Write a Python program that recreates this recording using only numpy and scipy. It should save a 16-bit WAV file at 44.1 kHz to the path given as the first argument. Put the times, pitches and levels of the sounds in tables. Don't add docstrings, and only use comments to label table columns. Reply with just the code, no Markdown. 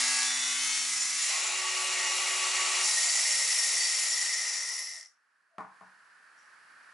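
import sys
import numpy as np
from scipy import signal
from scipy.fft import rfft, irfft, next_fast_len
from scipy.io import wavfile
from scipy.ndimage import uniform_filter1d, map_coordinates

SR = 44100
rng = np.random.default_rng(int(sys.argv[2]) if len(sys.argv) > 2 else 0)


def digitize_waveform(pressure):
    field = np.atleast_2d(pressure).T
    bounded = np.clip(field, -1, 1)
    quanta = np.round(bounded * 32767).astype(np.int16)
    wavfile.write(sys.argv[1], SR, quanta)


N = 305613
T = np.arange(N) / SR
TOP_HZ = 11080
LIFT_S, RUN_UP_S, FREE_HZ = 1.17, 0.55, 138.8
SWITCH_OFF_S, STOP_S, DRAG_S = 2.835, 5.07, 1.95

# f/Hz, level/dB
HISS_SPECTRUM = [(35, -62.5), (100, -34.5), (170, -25.5), (400, -25), (620, -20.5), (800, -16.5),
                 (1150, -9), (1550, -2.5), (1800, -4), (2000, -13.5), (2500, -18), (3600, -27), (4600, -22),
                 (6500, -29), (11000, -28.5)]
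# t/s, level/dB
HISS_ENVELOPE = [(0, -63), (5.2, -73), (5.58, -72), (5.75, -60.5), (6.15, -60), (6.45, -58), (6.93, -56)]
# t/s, left minus right/dB
BALANCE = [(0, 0.8), (1.7, 1), (3.2, .9), (4.7, 2.4), (5.4, 0), (5.6, 1.5)]
# f/Hz, width/Hz, level/dB
CASE_MODES = [(5700, 450, 0), (7400, 600, -8)]
# t/s, level/dB
BENCH_RUBS = [(4.98, -67.5), (5.57, -71)]
# t/s, level/dB, contact/ms
LANDINGS = [(5.583, -5, 0.18), (5.606, -10, 0.19), (5.81, -15, 0.21)]
# f/Hz, level/dB, t60/s
BENCH_MODES = [(185.4, -4, 0.35), (440, -6, 0.19), (635, -1.5, 0.23), (680, 1, 0.23), (770, 0.5, 0.28),
               (816, 3, 0.31), (990, 0, 0.23), (1010, -3, 0.18), (1150, -2, 0.42), (1410, -29, 0.71),
               (1450, 1, 0.39), (1800, 0.5, 0.27)]
# f/Hz, level/dB
THUD_SPECTRUM = [(30, -46), (110, -14), (190, -13), (290, -19), (450, -22), (700, -11), (1080, 6.5),
                 (1400, -8.5), (2100, -12), (3200, -25), (6000, -23.5), (11000, -23)]
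# f/Hz, level/dB
FAN_SPECTRUM = [(100, -24), (220, -20.5), (350, -5), (550, -6), (750, -3), (900, -2.5), (1150, -0.5),
                (1550, -2.5), (2500, -0.5), (6000, -8)]
VENT_SPECTRUM = [(40, -45), (120, -33), (230, -22), (330, -6), (500, 1.5), (850, 6.5), (1100, 4), (1320, 8),
                 (1650, 0.5), (2500, 5), (5000, -31)]
BRUSH_SPECTRUM = [(150, -50), (1000, -25.5), (1750, -4.5), (1900, 2.5), (2600, 7.5), (3050, 2), (4400, 1),
                  (5500, -1.5), (7500, 4), (9000, -11.5), (11000, -29)]
# multiple of disc speed, level/dB, flutter/0-1, exponent of the fade with speed
WHINE_TONES = [(1.33, -70, 0.95, 5.3), (1.97, -63.5, 0.6, 5), (2.68, -57.5, .08, 24),
               (3.966, -62.5, 0.3, 10), (4.94, -65, 0.6, 3), (6.325, -55.5, 0.7, 2.1),
               (8.19, -47.5, 0.5, 18), (20.51, -45, 0.3, 43), (27.97, -53, .3, 8), (31, -52, 0.93, 2.9)]
# f/Hz, width/Hz, level/dB
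HOUSING_LOW_MODES = [(1878, 38, 3.5), (1952, 80, 0.5), (2048, 68, -3), (2120, 38, -10.5), (2332, 49, -13)]
HOUSING_HIGH_MODES = [(3980, 23, -7.5), (4600, 62, -2.5), (5080, 90, -10.5), (5445, 170, -5.5),
                      (5544, 51, 1.5), (5840, 140, -7.5), (6080, 240, -16.5), (6920, 44, -1.5),
                      (7084, 72, 3), (8260, 90, -6), (8710, 100, -10.5), (9370, 30, -9.5),
                      (10690, 300, -6.5)]
# t/s, boost/dB
RING_BOOSTS = [(.02, 12.5), (2.0, 11.5), (2.3, 6), (2.62, 7.5), (3.14, 2), (3.76, 2), (4.32, 5.5)]
# f/Hz, level/dB
TOOTH_SPECTRUM = [(100, -79), (300, -37), (700, -25.5), (1600, -19), (2000, -4), (2500, -6), (3200, -9.5),
                  (4400, -5), (5800, 1), (6600, -1.5), (7500, -0.5), (9000, -7), (10200, -2.5),
                  (11000, -13.5)]
GRIT_SPECTRUM = [(30, -38), (130, -36.5), (200, -28.5), (450, -26), (800, -10), (1500, -6.5), (2300, -3.5),
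                 (2900, -6.5), (4200, -3.5), (6200, -0.5), (7500, -3), (9100, -3), (11000, -7)]
# f/Hz, level/dB
RIM_SPECTRUM = [(255, -56), (382, -67.5), (640, -69), (765, -59), (1000, -64), (1150, -52.5), (1530, -58.5),
                (1680, -58), (2040, -48.5), (2400, -61), (2680, -48)]
# start/s, end/s, disc speed/Hz, squeal level/dB, five speed multiples
DISC_CATCHES = [(0, .3, 127.5, -45.5, (13, 28, 31, 45, 53)), (.25, .57, 127.1, -41.5, (16, 27, 28, 45, 53)),
                (.57, .86, 128.1, -42.5, (17, 24, 35, 43, 48)),
                (.86, 1.17, 127.3, -45.5, (16, 45, 46, 48, 68))]
SQUEAL_LEVELS = [-2, -4.5, -3, 0.5, -1]
# t/s, share/0-1
BITE_SHARE = [(0, 0.94), (1.15, 0.77), (1.28, 0.4), (1.31, 0.16), (1.5, 0.07)]
# t/s, level/dB
TOOL_ENVELOPE = [(0, -26.5), (.16, -26.5), (.34, -30.5), (.62, -29.5), (1.15, -31), (1.25, -28),
                 (1.55, -32), (2.85, -28.5)]


def undb(db):
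    return 10 ** (np.asarray(db) / 20)


def curve(rows):
    return np.interp(T, *np.transpose(rows))


def unit(x):
    return x / np.sqrt(np.mean(x ** 2) + 1e-20)


def noise():
    return rng.standard_normal(N)


def walk(rate):
    return 1.2 * np.interp(T * rate, np.arange(4096), rng.standard_normal(4096))


def colour(x, points):
    size = next_fast_len(len(x) + 4096)
    hz, db = np.transpose(points)
    f = np.maximum(np.arange(size // 2 + 1) * SR / size, 1)
    gain = undb(np.interp(np.log(f), np.log(hz), db)) * (f < TOP_HZ * 1.02)
    return irfft(rfft(x, size) * gain, size)[:len(x)]


def ring(x, modes, swell_db=0, swell_rate=6):
    out = 0
    for hz, width, db in modes:
        b, a = signal.iirpeak(hz, hz / (1.5 * width), SR)
        out += undb(db + swell_db * walk(swell_rate)) * signal.lfilter(b, a, signal.lfilter(b, a, x))
    return out


def room_hiss(side_db=-7, right_db=2):
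    mid, side = (unit(colour(noise(), HISS_SPECTRUM)) for _ in range(2))
    sides = np.array([[1], [-1]])
    return (mid + undb(side_db) * side * sides) * undb(curve(HISS_ENVELOPE) - sides * right_db / 2)


def workshop(x, wet_db=-9, t60_s=.22):
    t = T[:SR // 3]
    tail = rng.standard_normal(len(t)) * undb(-60 * t / t60_s) * (t > .002)
    wet = signal.fftconvolve(x, tail / np.sqrt(np.sum(tail ** 2)))[:N]
    sides = np.array([[1], [-1]])
    return x * undb(sides * curve(BALANCE) / 2) + sides * undb(wet_db) * wet / np.sqrt(2)


def case_scrape(start_s=6.37, db=-66, attack_s=0.017, t60_s=0.53, grain_db=2):
    t = np.maximum(T - start_s, 0)
    grain = unit(ring(noise() * undb(grain_db * walk(200)), CASE_MODES))
    return grain * np.minimum(t / attack_s, 1) * undb(db - 60 * t / t60_s)


def bench_rubs(hz=655, width_hz=45, length_s=0.05):
    swell = sum(undb(db) * np.exp(-((T - s) / length_s) ** 2) for s, db in BENCH_RUBS)
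    return swell * unit(ring(noise(), [(hz, width_hz, 0)]))


def knocks(ring_db=-42, thud_db=-32, crack_db=-24, thud_t60_s=0.41, crack_t60_s=0.0077):
    t = T[:SR // 2]
    out = np.zeros(N + len(t))
    for s, db, contact_ms in LANDINGS:
        modes = sum(undb(mode_db - 60 * t / t60) * rng.choice([-1, 1]) * np.sin(2 * np.pi * hz * t)
                    for hz, mode_db, t60 in BENCH_MODES)
        decay = undb(thud_db - 60 * t / thud_t60_s) + undb(crack_db - 60 * t / crack_t60_s)
        hit = undb(ring_db) * modes + decay * unit(colour(rng.standard_normal(len(t)), THUD_SPECTRUM))
        soft = np.exp(-1000 / (contact_ms * SR))
        start = int(s * SR)
        out[start:start + len(t)] += undb(db) * signal.lfilter([1 - soft], [1, -soft], hit)
    return signal.sosfilt(signal.butter(2, 130, "high", fs=SR, output="sos"), out[:N])


def fan(speed, power, rush_db=-2, casing_db=-6, driven_db=-7.5, coast_db=-14.5, slow_db=-18.5):
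    pace = speed / speed.max()
    travel = np.cumsum(np.maximum(pace, .5))
    rush = map_coordinates(colour(noise(), FAN_SPECTRUM), [travel], order=3, mode="wrap")
    air = undb(rush_db) * unit(colour(rush, VENT_SPECTRUM))
    air += undb(casing_db) * unit(colour(colour(noise(), FAN_SPECTRUM), VENT_SPECTRUM))
    thin = colour(air, [(150, -24.5), (330, 0)])
    coasting = undb(coast_db) * (speed / FREE_HZ) ** 4 + undb(slow_db)
    flow = power * undb(driven_db) + (1 - power) * coasting
    return flow * (thin + pace ** 2 * (air - thin))


def brushes():
    return unit(colour(noise(), BRUSH_SPECTRUM))


def whine(turns, speed, flutter_rate=35, wander=0.0404):
    out, pace = 0, speed / speed.max()
    for multiple, db, flutter, steepness in WHINE_TONES:
        sway = 1 - flutter + flutter * (walk(flutter_rate) + 1j * walk(flutter_rate))
        stray = np.cumsum(speed * wander * np.minimum(5 * (1 - pace), 1) * walk(60)) / SR
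        tone = unit(np.real(sway * np.exp(2j * np.pi * multiple * (turns + stray))))
        out += undb(db) * pace ** steepness * tone
    return colour(out, [(100, -31.5), (260, -9.0), (360, 4.5)])


def disc_ring(speed, rest_hz=2030, stiffening=38, flutter_rate=70):
    phase = 2 * np.pi * np.cumsum(np.sqrt(rest_hz ** 2 + stiffening * speed ** 2)) / SR
    return unit(walk(flutter_rate) * np.cos(phase) + walk(flutter_rate) * np.sin(phase))


def tooth_blows(speed, teeth=36, scatter_db=2, throb_rate=110, scrape=0.81):
    mesh = np.cumsum(speed * np.exp(.25 * walk(400))) * teeth / SR
    hits = np.diff(np.floor(mesh), prepend=0) * undb(scatter_db * noise())
    energy = signal.lfilter([1], [1, -np.exp(-1000 / SR)], hits ** 2)
    energy /= uniform_filter1d(energy, size=2000).clip(0) + 1e-3
    throb_db = 1 - speed / speed.max() / 2
    return unit(noise() * np.sqrt(np.minimum(energy, 6) + scrape ** 2) * undb(throb_db * walk(throb_rate)))


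def gears(speed, click_gain, ring_gain, teeth_db=-1, high_db=-6, low_db=-2, disc_db=-8, scrape_db=-2):
    blows = tooth_blows(speed)
    slow = np.clip(1 - speed / speed.max(), 0, 1) ** 3
    clicks = undb(teeth_db) * unit(colour(blows, TOOTH_SPECTRUM))
    clicks += undb(high_db) * unit(ring(blows, HOUSING_HIGH_MODES, swell_db=4))
    scrape = undb(scrape_db) * unit(ring(tooth_blows(speed), [(5550, 650, 0)]))
    body = undb(low_db) * unit(ring(blows, HOUSING_LOW_MODES, swell_db=3))
    body += undb(disc_db) * disc_ring(speed)
    return click_gain * (undb(-6 * slow) * clicks + slow * scrape) + ring_gain * body


def rim_hum(turns, top_order=21, waver_db=3.5, waver_rate=9, easing_db_per_s=7):
    out, on = np.zeros(N), T < LIFT_S + RUN_UP_S
    hz, db = np.transpose(RIM_SPECTRUM)
    loaded_hz = DISC_CATCHES[0][2]
    for order in range(2, top_order + 1):
        level = np.interp(np.log(order * loaded_hz), np.log(hz), db)
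        level -= easing_db_per_s * min(6 / order, 1) * T[on]
        level += waver_db * min(order / 10, 1) * walk(waver_rate)[on]
        out[on] += undb(level) * np.sqrt(2) * np.sin(2 * np.pi * (order * turns[on] + rng.random()))
    return out


def squeals(turns, fade_s=0.066, waver_db=2, jitter_rad=0.14):
    out = np.zeros(N)
    for start, end, _, db, orders in DISC_CATCHES:
        on = (T > start - fade_s / 2) & (T < end + fade_s / 2)
        gate = np.clip(np.minimum(T[on] - start, end - T[on]) / fade_s + .5, 0, 1)
        for order, mode_db in zip(orders, SQUEAL_LEVELS):
            phase = 2 * np.pi * (order * turns[on] + rng.random()) + jitter_rad * walk(120)[on]
            out[on] += gate * undb(db + mode_db + waver_db * walk(30)[on]) * np.sqrt(2) * np.sin(phase)
    return out


def grit(turns, rub_db=-4.5, buzz_db=-5.5, wobble=0.13, grit_db=3.5, rim_points=1024):
    rims = signal.resample(rng.standard_normal((64, rim_points // 4)), rim_points, axis=1)
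    buzz = map_coordinates(rims, [T * 4, turns % 1 * rim_points], order=1, mode="grid-wrap")
    buzz = colour(colour(buzz, GRIT_SPECTRUM), [(300, -2), (1200, -1), (3500, 2.4), (9000, -1.5)])
    rub = noise() * (1 + wobble * np.cos(2 * np.pi * turns)) * undb(grit_db * walk(450))
    return undb(rub_db) * unit(colour(rub, GRIT_SPECTRUM)) + undb(buzz_db) * unit(buzz)


def disc_speed():
    loaded = curve([(start + share * (end - start), hz)
                    for start, end, hz, _, _ in DISC_CATCHES for share in (.25, .75)])
    run_up = np.sin(np.pi / 2 * np.clip((T - LIFT_S) / RUN_UP_S, 0, 1))
    driven = loaded + (FREE_HZ - loaded) * run_up
    drag = np.exp(-np.maximum(T - SWITCH_OFF_S, 0) / DRAG_S)
    at_rest = np.exp(-(STOP_S - SWITCH_OFF_S) / DRAG_S)
    return np.maximum(driven * (drag - at_rest) / (1 - at_rest), .01)


def tool_gain(speed, knee_hz, settle_s=0.035):
    pole = np.exp(-1 / (settle_s * SR))
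    lagged = speed[0] + signal.lfilter([1 - pole], [1, -pole], speed - speed[0])
    return undb(curve(TOOL_ENVELOPE)) * lagged / np.hypot(lagged, knee_hz)


def grinder(ring_cut_db=-18, ring_free_db=-11.5, swell_s=0.09, gears_db=0.76, brush_db=-2.5, whine_db=-1):
    speed, bite = disc_speed(), curve(BITE_SHARE)
    free = 1 - bite
    turns = np.cumsum(speed * (1 + .0005 * walk(20))) / SR
    power = np.clip((SWITCH_OFF_S - T) / .052 + .5, 0, 1)
    gain = tool_gain(speed, knee_hz=31)
    swells_db = sum(db * np.exp(-((T - s) / swell_s) ** 2) for s, db in RING_BOOSTS)
    ring_gain = tool_gain(speed, knee_hz=18) * undb(bite * ring_cut_db + free * ring_free_db + swells_db)
    slack = 1 - power + power * (0.31 * bite + 0.53 * free)
    slack += 0.22 * np.sin(np.pi * bite)
    tool = undb(gears_db) * slack * gears(speed, gain, ring_gain)
    tool += bite * (gain * grit(turns) + rim_hum(turns)) + squeals(turns)
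    tool += 0.28 * free * gain * colour(grit(turns), [(120, -14.5), (400, -1)])
    tool += power * free ** 2 * gain * undb(brush_db) * brushes()
    tool += free ** 2 * undb(whine_db) * whine(turns, speed)
    return tool + (free ** 3 + 0.06 * bite) * gain * fan(speed, power)


def scene():
    return workshop(grinder() + knocks() + bench_rubs() + case_scrape()) + room_hiss()


def record(dry):
    return signal.sosfilt(signal.ellip(12, .2, 80, TOP_HZ, fs=SR, output="sos"), dry)


dry = scene()
out = record(dry)
digitize_waveform(out)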